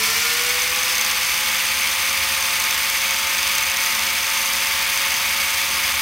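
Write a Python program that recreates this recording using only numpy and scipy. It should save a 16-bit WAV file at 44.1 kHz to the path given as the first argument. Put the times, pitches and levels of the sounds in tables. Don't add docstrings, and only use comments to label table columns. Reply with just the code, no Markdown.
import sys
import numpy as np
from scipy import signal
from scipy.fft import rfft, irfft, next_fast_len
from scipy.io import wavfile
from scipy.ndimage import uniform_filter1d

SR = 44100
rng = np.random.default_rng(int(sys.argv[2]) if len(sys.argv) > 2 else 0)


def persist_wave(psi):
    counts = np.round(np.clip(psi, -1, 1) * 32767).astype(np.int16)
    wavfile.write(sys.argv[1], SR, np.atleast_2d(counts).T)


N = 265349
TIME = np.arange(N) / SR
FFT_SIZE = next_fast_len(N + SR // 4, real=True) // 2 * 2
FREQS = np.arange(FFT_SIZE // 2 + 1) * SR / FFT_SIZE
PINION_TEETH, CROWN_TEETH = 12, 37

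# centre in Hz, width in Hz, level in dB.
RUMBLE_BANDS = [(64, 14, -53.5), (79.7, 8.7, -50.5)]
# time in seconds, centre in Hz, relative level in dB.
SIZZLE_COURSE = [(0, 9600, -37), (.25, 9800, -42), (.45, 9370, -40.5), (1.1, 9500, -43), (2.5, 9400, -37),
                 (2.9, 9350, -43), (4.4, 9420, -39), (4.8, 9800, -42), (6, 9684, -40)]
# centre in Hz, width in Hz, level in dB.
MAIN_MODE = (2226, 44, -41.5)
# centre in Hz, width in Hz, level at full torque in dB.
STRAIN_MODES = [(1790, 79, -33), (4276, 250, -34), (5000, 520, -34), (5830, 440, -33), (7030, 140, -39),
                (7700, 300, -37)]
# centre in Hz, width in Hz, lift in dB.
HOUSING_MODES = [(1203, 196, 3.5), (2220, 110, 2.8), (2140, 990, 3), (3480, 400, 3.5), (4600, 378, 6),
                 (5084, 291, 6), (5383, 27, 8.5), (6170, 800, 7.5), (7037, 14, 4.4), (7661, 27, 3.5),
                 (9350, 1100, 6.5), (9900, 300, 3.5), (10400, 400, -1.5), (6850, 250, -2),
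                 (12095, 140, 8.5), (12680, 480, 3.3), (14200, 500, 1.5), (15050, 450, 2)]
# time in seconds, mean relative peak in dB.
RATTLE_COURSE = [(0, -22), (0.85, -15.5), (1.5, -16.5), (2.7, -19), (3.3, -14.5), (4.3, -16.5), (6, -17)]
# start in seconds, relative peak in dB.
HARD_KNOCKS = [(0.618, -11.5), (0.831, -12), (0.9517, -10), (0.9805, -10), (1.0103, -8), (1.046, -13),
               (1.2465, -14), (2.094, -14), (2.4239, -10), (2.5984, -10), (2.6389, -13), (2.7068, -11),
               (2.8983, -10), (3.1068, -11), (3.5813, -8.5), (3.715, -15), (3.8605, -13), (3.9045, -14),
               (3.9489, -13), (4.4566, -11), (4.5341, -12)]
# frequency in Hz, relative level in dB.
KNOCK_SPECTRUM = [(500, -30), (2000, -13), (4200, -17), (5000, -9), (5600, -16), (6120, 2), (6500, 0),
                  (6900, -10), (7600, -7.5), (9400, -19), (11300, -19), (12150, -10), (12800, -10.5),
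                  (16000, -15)]
# level in dB, change at full torque in dB.
SPINDLE_TONES = [(-64.5, 13), (-62.5, 4), (-53.5, 10), (-51, 0.5), (-40, -10), (-47.5, -3), (-46, 7),
                 (-70, 9.5), (-51.5, -4)]
ROTOR_ORDERS = [1, 2, 3, 4, 5, 12, 18, 24]
# level before resonance in dB, change at full torque in dB.
ROTOR_TONES = [(-46, 2.5), (-50, -8), (-53.5, 12.5), (-47, -6), (-52, 21), (-48, 11), (-59, 0), (-54, 1.5)]
# centre in Hz, width in Hz, lift in dB.
SWEPT_MODES = [(493, 40, 7.5), (526, 24, -4), (1440, 130, 10)]
# frequency in Hz, relative level in dB.
RUSH_SPECTRUM = [(30, -18), (130, -15.5), (280, -16.5), (480, -18), (700, -14.5), (1000, -5), (1550, -5),
                 (2400, 1), (4000, -6), (5600, -10.5), (8200, -11), (10600, -16), (13000, -10.5),
                 (16000, -13.5)]
# frequency in Hz, share in dB before it is capped.
CLATTER_SHARE = [(500, -17.5), (2300, -7.5), (4500, -2), (6500, -3), (10000, 0.5), (15000, -3.5)]


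def undb(db):
    return 10 ** (np.asarray(db) / 20)


def unit(x):
    return x / np.sqrt(np.mean(x ** 2))


def curves(table):
    times, *columns = np.transpose(table)
    return [np.interp(TIME, times, column) for column in columns]


def slope_db(points):
    hz, db = np.transpose(points)
    return np.interp(np.log(FREQS + 1), np.log(hz), db)


def lift_db(hz, modes):
    return sum(db / (1 + (2 * (hz - centre) / width) ** 2) for centre, width, db in modes)


def through_housing(points):
    db = slope_db(points) + lift_db(FREQS, HOUSING_MODES)
    return db - 10 * np.log10(np.mean(undb(db) ** 2))


def colour(x, db):
    cepstrum = irfft(np.log(undb(db)))
    cepstrum[1:FFT_SIZE // 2] *= 2
    cepstrum[FFT_SIZE // 2 + 1:] = 0
    return irfft(rfft(x, FFT_SIZE) * np.exp(rfft(cepstrum)))[:N]


def walk(rate_hz):
    white = rfft(rng.standard_normal(FFT_SIZE))
    return unit(irfft(white * np.exp(-(FREQS / rate_hz) ** 2))[:N])


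def band(hz, width_hz):
    white = rfft(rng.standard_normal(FFT_SIZE))
    return unit(irfft(white / (1 + 2 * ((FREQS - hz) / width_hz) ** 2))[:N])


def torque(spin_hz):
    return (spin_hz.max() - spin_hz) / np.ptp(spin_hz)


def workshop(x, wet_db=-19, t60_s=.25):
    tail = rng.standard_normal(N) * undb(-60 * TIME / t60_s) * (TIME > .002)
    return x + undb(wet_db) * signal.fftconvolve(x, tail / np.linalg.norm(tail))[:N]


def drone(spin_hz, hum_hz=219.5, hum_db=-53.5, load_db=5, waver_db=2.9, drift=0.0017):
    phase = 2 * np.pi * np.cumsum(hum_hz * (1 + drift * walk(4.9))) / SR
    level_db = hum_db + load_db * torque(spin_hz) + waver_db * walk(3.5)
    hum = np.sqrt(2) * undb(level_db) * np.sin(phase)
    return hum + sum(undb(db) * band(hz, width) for hz, width, db in RUMBLE_BANDS)


def sizzle(width_hz=260, gain_db=2.0):
    hz, db = curves(SIZZLE_COURSE)
    phase = 2 * np.pi * np.cumsum(hz) / SR
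    hiss = band(0, width_hz) * np.cos(phase) + band(0, width_hz) * np.sin(phase)
    return undb(db + gain_db) * hiss


def gear_head_ring(surge_db=2.5, surge_hz=5):
    hz, width, db = MAIN_MODE
    return undb(db) * unit(band(hz, width) * undb(surge_db * walk(surge_hz)))


def gear_strain(spin_hz):
    return sum(undb(db) * band(hz, width) for hz, width, db in STRAIN_MODES) * torque(spin_hz)


def runout(spin_hz, rub_db=-24):
    turns = np.cumsum(spin_hz) / SR
    bite = rng.random(N)[turns.astype(int)] ** 2
    return undb(rub_db) * bite * np.sin(np.pi * turns) ** 2


def bounces(spin_hz, free_hz=24.98, load_hz=21.88, jitter=0.15, scatter_db=3.0):
    rate_hz = (free_hz + load_hz * torque(spin_hz)) * (1 + jitter * walk(20))
    onsets = np.flatnonzero(np.diff(np.floor(np.cumsum(rate_hz) / SR)) > 0)
    mean_db, = curves(RATTLE_COURSE)
    peak_db = mean_db + scatter_db * (2 * rng.random(N) - 1)
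    hard_s = np.transpose(HARD_KNOCKS)[0]
    return [(TIME[i], peak_db[i]) for i in onsets if np.abs(hard_s - TIME[i]).min() * rate_hz[i] > .5]


def backlash_knocks(spin_hz, gain_db=-6.0, rise_s=0.0021, width_s=0.00098, tail_db=-14, tail_s=.007):
    force = runout(spin_hz)
    for start_s, db in list(HARD_KNOCKS) + bounces(spin_hz):
        near = np.abs(TIME - start_s) < .05
        age = TIME[near] - start_s - rise_s
        blow = np.exp(-.5 * (age / width_s) ** 2)
        tail = undb(tail_db) * (age > 0) * np.exp(-np.abs(age) / tail_s)
        force[near] = np.maximum(force[near], undb(db) * (blow + tail))
    metal = colour(rng.standard_normal(N), through_housing(KNOCK_SPECTRUM))
    analytic = signal.hilbert(metal, FFT_SIZE)[:N]
    envelope = np.sqrt(uniform_filter1d(np.abs(analytic) ** 2, size=96))
    return undb(gain_db) * force * unit(analytic.real / envelope)


def whine(spin_hz, waver_db=0.97, waver_hz=5, wobble=0.0007):
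    turns = np.cumsum(spin_hz * (1 + wobble * walk(9.2))) / SR
    ratio, load = CROWN_TEETH / PINION_TEETH, torque(spin_hz)

    def tone(multiple, db, load_db):
        gain = undb(db + load_db * load + waver_db * walk(waver_hz))
        return np.sqrt(2) * gain * np.sin(2 * np.pi * (multiple * turns + rng.random()))

    spindle = sum(tone(k, db, load_db) for k, (db, load_db) in enumerate(SPINDLE_TONES, 1))
    rotor = sum(tone(k * ratio, db + lift_db(k * ratio * spin_hz, SWEPT_MODES), load_db)
                for k, (db, load_db) in zip(ROTOR_ORDERS, ROTOR_TONES))
    return spindle + rotor


def fan_air(flutter_db=.5, flutter_hz=79):
    return unit(rng.standard_normal(N) * undb(flutter_db * walk(flutter_hz)))


def tooth_clatter(spin_hz, scatter_db=6.0, chatter_db=4.0, chatter_hz=220, surge_db=-1.1, surge_hz=35):
    tooth = (np.cumsum(spin_hz) / SR * CROWN_TEETH).astype(int)
    force_db = scatter_db * rng.standard_normal(N)[tooth]
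    force_db += chatter_db * walk(chatter_hz) + surge_db * walk(surge_hz)
    cushioned_db = np.minimum(force_db, 4.5)
    return unit(rng.standard_normal(N) * undb(cushioned_db))


def rush(spin_hz, air_gain_db=-20.5, clatter_gain_db=-20, ease_db_per_s=0.14):
    load = torque(spin_hz)
    air_db = air_gain_db - 0.8 * load
    clatter_db = clatter_gain_db + 0.9 * load - ease_db_per_s * TIME
    shape_db = through_housing(RUSH_SPECTRUM)
    clatter_share_db = np.minimum(slope_db(CLATTER_SHARE), -.5)
    air_share_db = 10 * np.log10(1 - undb(clatter_share_db) ** 2)
    air = colour(fan_air() * undb(air_db), shape_db + air_share_db)
    clatter = colour(tooth_clatter(spin_hz) * undb(clatter_db), shape_db + clatter_share_db)
    return air + clatter


def spindle_speed(full_hz=177.54, shortfall_hz=33.74, run_up_s=0.798, creep_hz_per_s=0.184):
    return full_hz - shortfall_hz * np.exp(-TIME / run_up_s) + creep_hz_per_s * TIME


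def scene():
    spin_hz = spindle_speed()
    noise = rush(spin_hz) + gear_head_ring() + gear_strain(spin_hz) + sizzle() + backlash_knocks(spin_hz)
    return (whine(spin_hz) + workshop(noise) + drone(spin_hz))[None]


def record(dry, low_hz=38, top_hz=15750):
    thin = signal.sosfilt(signal.butter(4, low_hz, "high", fs=SR, output="sos"), dry)
    return signal.sosfilt(signal.ellip(12, .1, 90, top_hz, fs=SR, output="sos"), thin)


dry = scene()
out = record(dry)
persist_wave(out)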